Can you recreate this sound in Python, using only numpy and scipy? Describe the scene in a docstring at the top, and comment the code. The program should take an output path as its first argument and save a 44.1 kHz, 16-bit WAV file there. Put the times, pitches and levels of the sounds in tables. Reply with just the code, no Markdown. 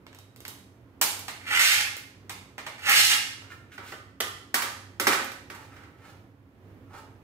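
"""A utility knife scores an aluminium panel on the concrete floor of a hard, echoing workshop.
The blade is set down and drawn twice along a spirit level, grating through tiny slips that ring the sheet;
the level is then lifted, clinks against the knife and is laid across the panel. A machine hums far off.
Two spaced microphones hear the work directly and through the room. Table levels are relative."""
import sys
import numpy as np
from scipy import signal
from scipy.fft import rfft, irfft
from scipy.io import wavfile
from scipy.ndimage import uniform_filter1d

SR = 44100
rng = np.random.default_rng(int(sys.argv[2]) if len(sys.argv) > 2 else 0)


def to_wav(sig):
    """Store sig (one row per channel, or 1-D mono) as 16-bit WAV at the path in sys.argv[1].

    Samples outside -1..1 are clipped; the rate is SR.
    """
    pcm = np.clip(np.atleast_2d(sig), -1, 1) * 32767
    pcm = np.round(pcm).astype(np.int16)
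    wavfile.write(sys.argv[1], SR, pcm.T)  # frames by channels


N = 318843
T = np.arange(N) / SR
TOP_HZ = 15600


def undb(db):
    """Decibels to gain."""
    return 10 ** (np.asarray(db) / 20)


def rms(x):
    """Root mean square."""
    return np.sqrt(np.mean(x ** 2)) + 1e-12


def lookup(points, hz):
    """Read (f/Hz, value) points on a log-frequency axis."""
    f, value = np.transpose(points)
    return np.interp(np.log(hz + 1e-3), np.log(f), value)


def colour(x, points):
    """Minimum-phase filter through (f/Hz, gain/dB) points."""
    size = 4096
    gain = undb(lookup(points, np.fft.rfftfreq(size, 1 / SR)))
    cepstrum = irfft(np.log(gain))
    cepstrum[1:size // 2] *= 2
    cepstrum[size // 2 + 1:] = 0
    return signal.fftconvolve(x, irfft(np.exp(rfft(cepstrum))))[:len(x)]


def resonate(x, modes):
    """Sum of (f/Hz, width/Hz, gain/dB) resonances driven by x."""
    return sum(undb(db) * signal.lfilter(*signal.iirpeak(hz, hz / width, SR), x)
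               for hz, width, db in modes)


def wander(rate_hz):
    """Smooth random drift with a spread near 1."""
    hold = int(SR / rate_hz)
    steps = np.repeat(rng.standard_normal(N // hold + 1), hold)
    return 1.58 * uniform_filter1d(steps, hold)[:N]


def mic_pair(x, lag_ms):
    """Direct sound at the two microphones; it reaches the left one lag_ms later."""
    delay = np.exp(-2j * np.pi * np.fft.rfftfreq(len(x), 1000 / SR) * lag_ms)
    return np.array([irfft(rfft(x) * delay, len(x)), x])


def diffuse(a, b, null_hz=1500):
    """Two unrelated sounds as a diffuse field at the spaced microphones: alike in the bass only."""
    alike = .95 * np.sinc(np.fft.rfftfreq(len(a), 1 / SR) / null_hz)
    mid = rfft(a) * np.sqrt((1 + alike) / 2)
    side = rfft(b) * np.sqrt((1 - alike) / 2)
    return irfft([mid + side, mid - side], len(a))


# spectrum of the room tone: f/Hz, level/dB
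ROOM_TONE = [(25, -24.5), (40, -14.5), (62, 2), (110, 7), (160, -1), (300, 0.5), (420, -4), (800, -13),
             (1100, -14), (2000, -19), (4000, -31.5), (8000, -40.5), (15000, -38.5)]
def room_tone():
    """Dull, slightly fluttering rumble from all around the microphones."""
    air = diffuse(*(colour(rng.standard_normal(N), ROOM_TONE) for _ in range(2)))
    return undb(-55 + wander(5.9)) * air / rms(air)


# hum lines of the machine: f/Hz, width/Hz, level/dB
HUM_LINES = [(71, 4.6, -75.5), (98.37, 4.1, -57), (118.8, 8, -65), (189, 3.5, -71.5), (272.1, 12, -63.5)]
def distant_machine():
    """A far-off hum: narrow bands of noise that waver like unsteady tones."""
    hum = 0
    for hz, width, db in HUM_LINES:
        line = rng.standard_normal(N)
        for _ in range(2):
            line = resonate(line, [(hz, width, 0)])
        hum += undb(db) * line / rms(line)
    return hum


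# reverberation time of the workshop: f/Hz, T60/s
ROOM_T60 = [(200, 0.52), (530, 0.7), (1400, 0.59), (3700, 0.61), (9000, 0.55), (15000, 0.29)]
def workshop_echo(x, gap_s=0.00051, build_s=0.0042, early_db=-1, early_s=0.012):
    """What the walls return to the microphones: near reflections, then a tail whose treble dies first."""
    t = np.maximum(T[:SR] - gap_s, 0)
    tail = rfft(diffuse(*rng.standard_normal((2, SR))))
    hz = np.fft.rfftfreq(SR, 1 / SR)
    centres = np.geomspace(100, 16000, 12)
    echo = 0
    for centre, share in zip(centres, np.eye(len(centres))):
        band = irfft(tail * np.interp(hz, centres, share), SR)
        echo += band * undb(-60 * t / lookup(ROOM_T60, centre))
    echo *= (1 - np.exp(-t / build_s)) * (1 + undb(early_db) * np.exp(-t / early_s))
    echo /= rms(echo) * np.sqrt(SR)
    return signal.fftconvolve(x[None], echo)[:, :N]


def smear(crack_s, rattle_s, rattle_db):
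    """A kick smeared out by bending waves crossing the metal: a brief crack and a weaker rattle."""
    t = T[:SR // 4]
    envelope = t / crack_s * np.exp(-t / crack_s) + undb(rattle_db) * np.exp(-t / rattle_s)
    burst = rng.standard_normal(len(t)) * envelope
    return burst / np.linalg.norm(burst)


def strikes(blows, modes, lag_ms, knee_hz, crack_s, rattle_s, rattle_db, bass_db, direct_db, room_db):
    """Each blow spreads through the metal as a crack, a short rattle and a few clear resonances."""
    direct, to_room = np.zeros((2, N + SR)), np.zeros(N + SR)
    size = SR // 2
    kick = signal.unit_impulse(size)
    body = kick + resonate(kick, modes)
    for (start_s, db, thud, slope), lag in zip(blows, np.broadcast_to(lag_ms, len(blows))):
        # a flat contact thuds, though thin metal radiates little bass; a soft one loses treble
        lows = [(90, thud + bass_db), (250, thud), (520, thud - 1), (850, 0)]
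        highs = [(knee_hz, 0), (TOP_HZ, slope * np.log2(TOP_HZ / knee_hz))]
        ring = undb(db) * colour(body, lows + highs)
        toward, around = (signal.fftconvolve(ring, smear(crack_s, rattle_s, rattle_db))[:size]
                          for _ in range(2))
        span = slice(int(start_s * SR), int(start_s * SR) + size)
        direct[:, span] += mic_pair(toward, lag)
        # the room gathers what leaves in all directions, so it hears a more even spectrum
        to_room[span] += ring + undb(-10) * around
    return undb(direct_db) * direct[:, :N] + undb(room_db) * workshop_echo(to_room[:N])


# the hand leaning on the panel: t/s, level/dB, thud/dB, treble slope/(dB per octave)
PINGS = [(5.548, -54, -10, -15), (6.945, -56, -3, -9)]
# resonances of the ping: f/Hz, width/Hz, gain/dB
PING_MODES = [(750, 23, -2), (873, 27, 24.5)]
def panel_pings():
    """The panel pings dully under the weight of the hand."""
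    return strikes(PINGS, PING_MODES, lag_ms=.1, knee_hz=1200, crack_s=0.0023, rattle_s=0.0092,
                   rattle_db=-20, bass_db=-20, direct_db=34, room_db=36.5)


# light clicks: t/s, level/dB, thud/dB, treble slope/(dB per octave)
TICKS = [(.066, -52, 3, -9.5), (.129, -56.5, -9, -9.5), (.147, -58, 3, -5), (.187, -57.5, -1, -4),
         (.361, -60.5, 5, -2.9), (.404, -58, 6, -2.5), (.451, -44, -5, -6.5), (.48, -49, -1.5, -1.2),
         (1.192, -52.5, 2, -1), (1.967, -51.5, 3, -1), (2.895, -39.5, -4, 1), (5.245, -59, -14, 1.5),
         (5.318, -52, 2, -3.5)]
# resonances of the small steel parts: f/Hz, width/Hz, gain/dB
STEEL_MODES = [(3800, 54, 3.5), (8200, 700, -14.5), (12400, 1600, -6)]
def steel_ticks():
    """The knife and a metal bracelet click with a thin, high ring."""
    return strikes(TICKS, STEEL_MODES, lag_ms=0.14, knee_hz=2100, crack_s=0.00086, rattle_s=.006,
                   rattle_db=-20.5, bass_db=-31.5, direct_db=37.5, room_db=37.5)


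# contacts of the lifted spirit level: t/s, level/dB, thud/dB, treble slope/(dB per octave)
CLINKS = [(3.921, -42.5, 2, -13), (3.935, -50, 6, -11), (3.95, -54.5, -13.5, -23), (4.203, -30, 1.5, -3)]
# its resonances when held free: f/Hz, width/Hz, gain/dB
FREE_LEVEL_MODES = [(346, 120, -7.5), (1218, 23, 12.5), (1360, 23, 12), (1505, 18, 12.5), (1835, 145, 6),
                    (1980, 33, 10.5), (3085, 320, 7.5), (4700, 80, -3.5), (5400, 90, -3)]
def level_clinks():
    """The spirit level rings free as it comes off the rim and then meets the knife."""
    return strikes(CLINKS, FREE_LEVEL_MODES, lag_ms=0.078, knee_hz=1800, crack_s=0.0029, rattle_s=0.0089,
                   rattle_db=-18, bass_db=-27, direct_db=34, room_db=34.5)


# knocks on the panel: t/s, level/dB, thud/dB, treble slope/(dB per octave), left microphone lag/ms
KNOCKS = [(3.419, -53, -3, -7.5, 0.11), (3.779, -41.5, -2, -11, 0.14), (4.542, -25, -9, -3, -0.15),
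          (4.62, -32, -8, -4, 0.054), (4.998, -29.5, -1.5, -3, 0.15), (5.069, -19, -2.5, -5.5, .15),
          (5.123, -29.5, -4, -6, -0.026), (5.131, -28, -9.5, -6, 0.018), (5.5, -42, -5.5, -7, 0.056),
          (5.548, -51.5, -2, -4, 0.13), (5.765, -52, -6, -10, 0.14), (5.834, -53.5, -11, -10, 0.11)]
# resonances of the spirit level lying on the panel: f/Hz, width/Hz, gain/dB
RESTING_LEVEL_MODES = [(190, 40, 1.5), (240, 31, 2), (325, 61, 2), (544, 14, 6.5), (825, 32, -2),
                       (944, 13, 3), (1194, 55, 3.5), (1310, 22, 9.5), (1485, 103, 6), (1622, 33, -3.5),
                       (1854, 180, 1), (2302, 15, 3.5)]
def level_knocks():
    """The spirit level knocks on the panel at spots to the left and right of the microphones."""
    blows, lags = [row[:-1] for row in KNOCKS], [row[-1] for row in KNOCKS]
    return strikes(blows, RESTING_LEVEL_MODES, lag_ms=lags, knee_hz=1980, crack_s=0.0018, rattle_s=0.01,
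                   rattle_db=-15.5, bass_db=-17.5, direct_db=33, room_db=36.5)


# the blade touching down: t/s, level/dB, thud/dB, treble slope/(dB per octave)
TAPS = [(1.013, -26, -7, -0.8), (1.281, -36, -7.5, -6), (2.295, -39.5, -5, -4.5), (2.58, -39, -1.5, -8.5),
        (2.665, -37, -3, -8)]
# resonances of the sheet, tapped or scraped: f/Hz, width/Hz, gain/dB
SHEET_MODES = [(828, 70, -4.5), (1290, 74, -5), (1635, 45, -10), (1827, 70, -1.5), (2100, 50, -1.5),
               (2350, 60, -2.5), (2845, 170, -6), (3650, 36, -5), (4270, 39, -16), (6700, 28, -6.5),
               (8070, 140, -2)]
def blade_taps():
    """The blade is set down and rings the sheet."""
    return strikes(TAPS, SHEET_MODES, lag_ms=.13, knee_hz=2000, crack_s=.0012, rattle_s=0.012,
                   rattle_db=-14, bass_db=-22, direct_db=34, room_db=38)


def stroke(start_s, attack_s, hold_s, db, lows_db, highs_db, response, release_s):
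    """Gains of lows, mids and highs: the hand presses, speeds up, slows down and lets go."""
    slack = np.maximum(start_s - T, 0) / attack_s + np.maximum(T - start_s - hold_s, 0) / release_s
    pressure = undb(db - 30 * np.minimum(slack, 10))  # 30 dB per attack or release time
    travel = np.clip((T - start_s) / hold_s, 0, 1)
    speed = np.sin(np.pi * travel)
    return pressure * undb([band_db + travel_db * travel + speed_db * speed
                            for band_db, (travel_db, speed_db) in zip([lows_db, 0, highs_db], response)])


# bending waves returning from the four folded rims: delay/ms, level/dB
RIM_ECHOES = [(1.3, -15.5), (2.2, -10.5), (3.4, -8.5), (4.9, -13)]
def scrape(gains, tone, slips_hz, scatter_db, chatter_db, lag_ms, direct_db, room_db):
    """Metal catches and slips at random; each slip kicks the sheet, and the pressure chatters."""
    slipping = rng.random(N) < slips_hz / SR
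    direction, size = rng.standard_normal((2, N))
    slips = slipping * np.sign(direction) * undb(scatter_db * np.minimum(size, 1.3))
    slips *= undb(chatter_db * np.tanh(wander(130)))
    kicks = slips.copy()
    for ms, db in RIM_ECHOES:
        # the paths to the rims change as the contact travels, so their echoes sweep the timbre
        delay = np.round(ms * (1 + .12 * wander(5)) * SR / 1000).astype(int)
        kicks += undb(db) * slips[(np.arange(N) - delay) % N]
    ring = colour(kicks + resonate(kicks, SHEET_MODES), tone)
    sound = 0
    for gain, (edge_hz, kind) in zip(gains, [(1200, "low"), ([1200, 3200], "band"), (3200, "high")]):
        band = signal.sosfiltfilt(signal.butter(3, edge_hz, kind, fs=SR, output="sos"), ring)
        sound += gain * band / rms(band)
    return undb(direct_db) * mic_pair(sound, lag_ms) + undb(room_db) * workshop_echo(sound)


# a soft knock, then light slides: full contact t/s, attack/s, hold/s, level/dB, relative lows/dB, highs/dB
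KNOCK_AND_SLIDES = [(3.5, 0.022, 0.024, -46, -6, -10), (3.722, 0.024, 0.013, -46, -16, -9),
                    (3.875, 0.14, 0.047, -47.5, -5, -1), (5.615, .1, 0.024, -56, 2, -2.5),
                    (5.73, 0.13, 0.094, -57.5, 0, -7.5), (6.05, 0.15, 0.056, -54.5, 2.5, -5.5),
                    (6.94, 0.083, 0.053, -52.5, 8.5, -4)]
# lows, mids and highs along each contact: change from start to end/dB, gain at full speed/dB
CONTACT_RESPONSE = [(-6.5, 0.61), (-2, .5), (1.5, .5)]
# colour of a flat face on the sheet: f/Hz, gain/dB
FLAT_FACE_TONE = [(100, -11), (400, -0.5), (850, 0), (1400, 5), (2200, 0), (3500, -7), (7000, -15),
                  (15000, -20)]
def knock_and_slides():
    """A soft knock, then the level and knife sliding lightly over the sheet."""
    gains = sum(stroke(*row, CONTACT_RESPONSE, release_s=.075) for row in KNOCK_AND_SLIDES)
    return scrape(gains, FLAT_FACE_TONE, slips_hz=1456, scatter_db=2.5, chatter_db=2.5,
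                  lag_ms=-0.045, direct_db=-5.5, room_db=-5.5)


# blade strokes: full contact t/s, attack/s, hold/s, level/dB, lows/dB and highs/dB relative to it
CUTS = [(1.53, .1, 0.27, -20.5, -11.5, -9), (2.89, .11, 0.24, -21.5, -11, -5.5)]
# lows, mids and highs along a cut: change from start to end/dB, gain at full speed/dB
CUT_RESPONSE = [(-7, -5), (-8, 1.5), (0, 7.5)]
# colour of the grating edge: f/Hz, gain/dB
GRATE_TONE = [(100, -28.5), (300, -17.5), (550, -19), (800, -12.5), (1200, -5.5), (1750, 2), (2400, 1),
              (3500, -6), (5500, -10.5), (8000, -16), (10000, -16.5), (13000, -18), (16000, -29)]
# dip while the blade skates: lows/dB, mids/dB, highs/dB
SKATE_DIP = [-6, -14, -3.5]
def knife_cuts(skate_at_s=3.064, skate_half_s=0.032, rebite=0.46):
    """The edge grates through the aluminium: a fast blade hisses, a slow one growls."""
    gains = sum(stroke(*row, CUT_RESPONSE, release_s=0.13) for row in CUTS)
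    # midway through the second stroke the blade skates, then bites harder
    since = (T - skate_at_s) / skate_half_s
    skate = np.exp(-since ** 2) - rebite * np.exp(-(since - 2) ** 2)
    gains *= undb(np.outer(SKATE_DIP, skate))
    return scrape(gains, GRATE_TONE, slips_hz=1788, scatter_db=4.5, chatter_db=4,
                  lag_ms=0.13, direct_db=-4.5, room_db=-3.5)


def scene():
    """The work on the floor and the room behind it, as they reach the microphones."""
    work = knife_cuts() + knock_and_slides()
    work += blade_taps() + steel_ticks() + level_knocks() + level_clinks() + panel_pings()
    return work + room_tone() + distant_machine()


def record(dry):
    """The left microphone is weaker and duller; both round off sharp peaks, and the top is cut."""
    left = colour(dry[0], [(100, -2.5), (1000, -2.0), (4000, -0.9), (8500, 0.8), (13000, -1.0)])
    right = colour(dry[1], [(100, 1.0), (8500, 3.5), (13000, 5.45)])
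    rounded = .6 * np.tanh(np.array([left, right]) / .6)
    return signal.sosfilt(signal.ellip(10, .2, 70, TOP_HZ, fs=SR, output="sos"), rounded)


dry = scene()
out = record(dry)
to_wav(out)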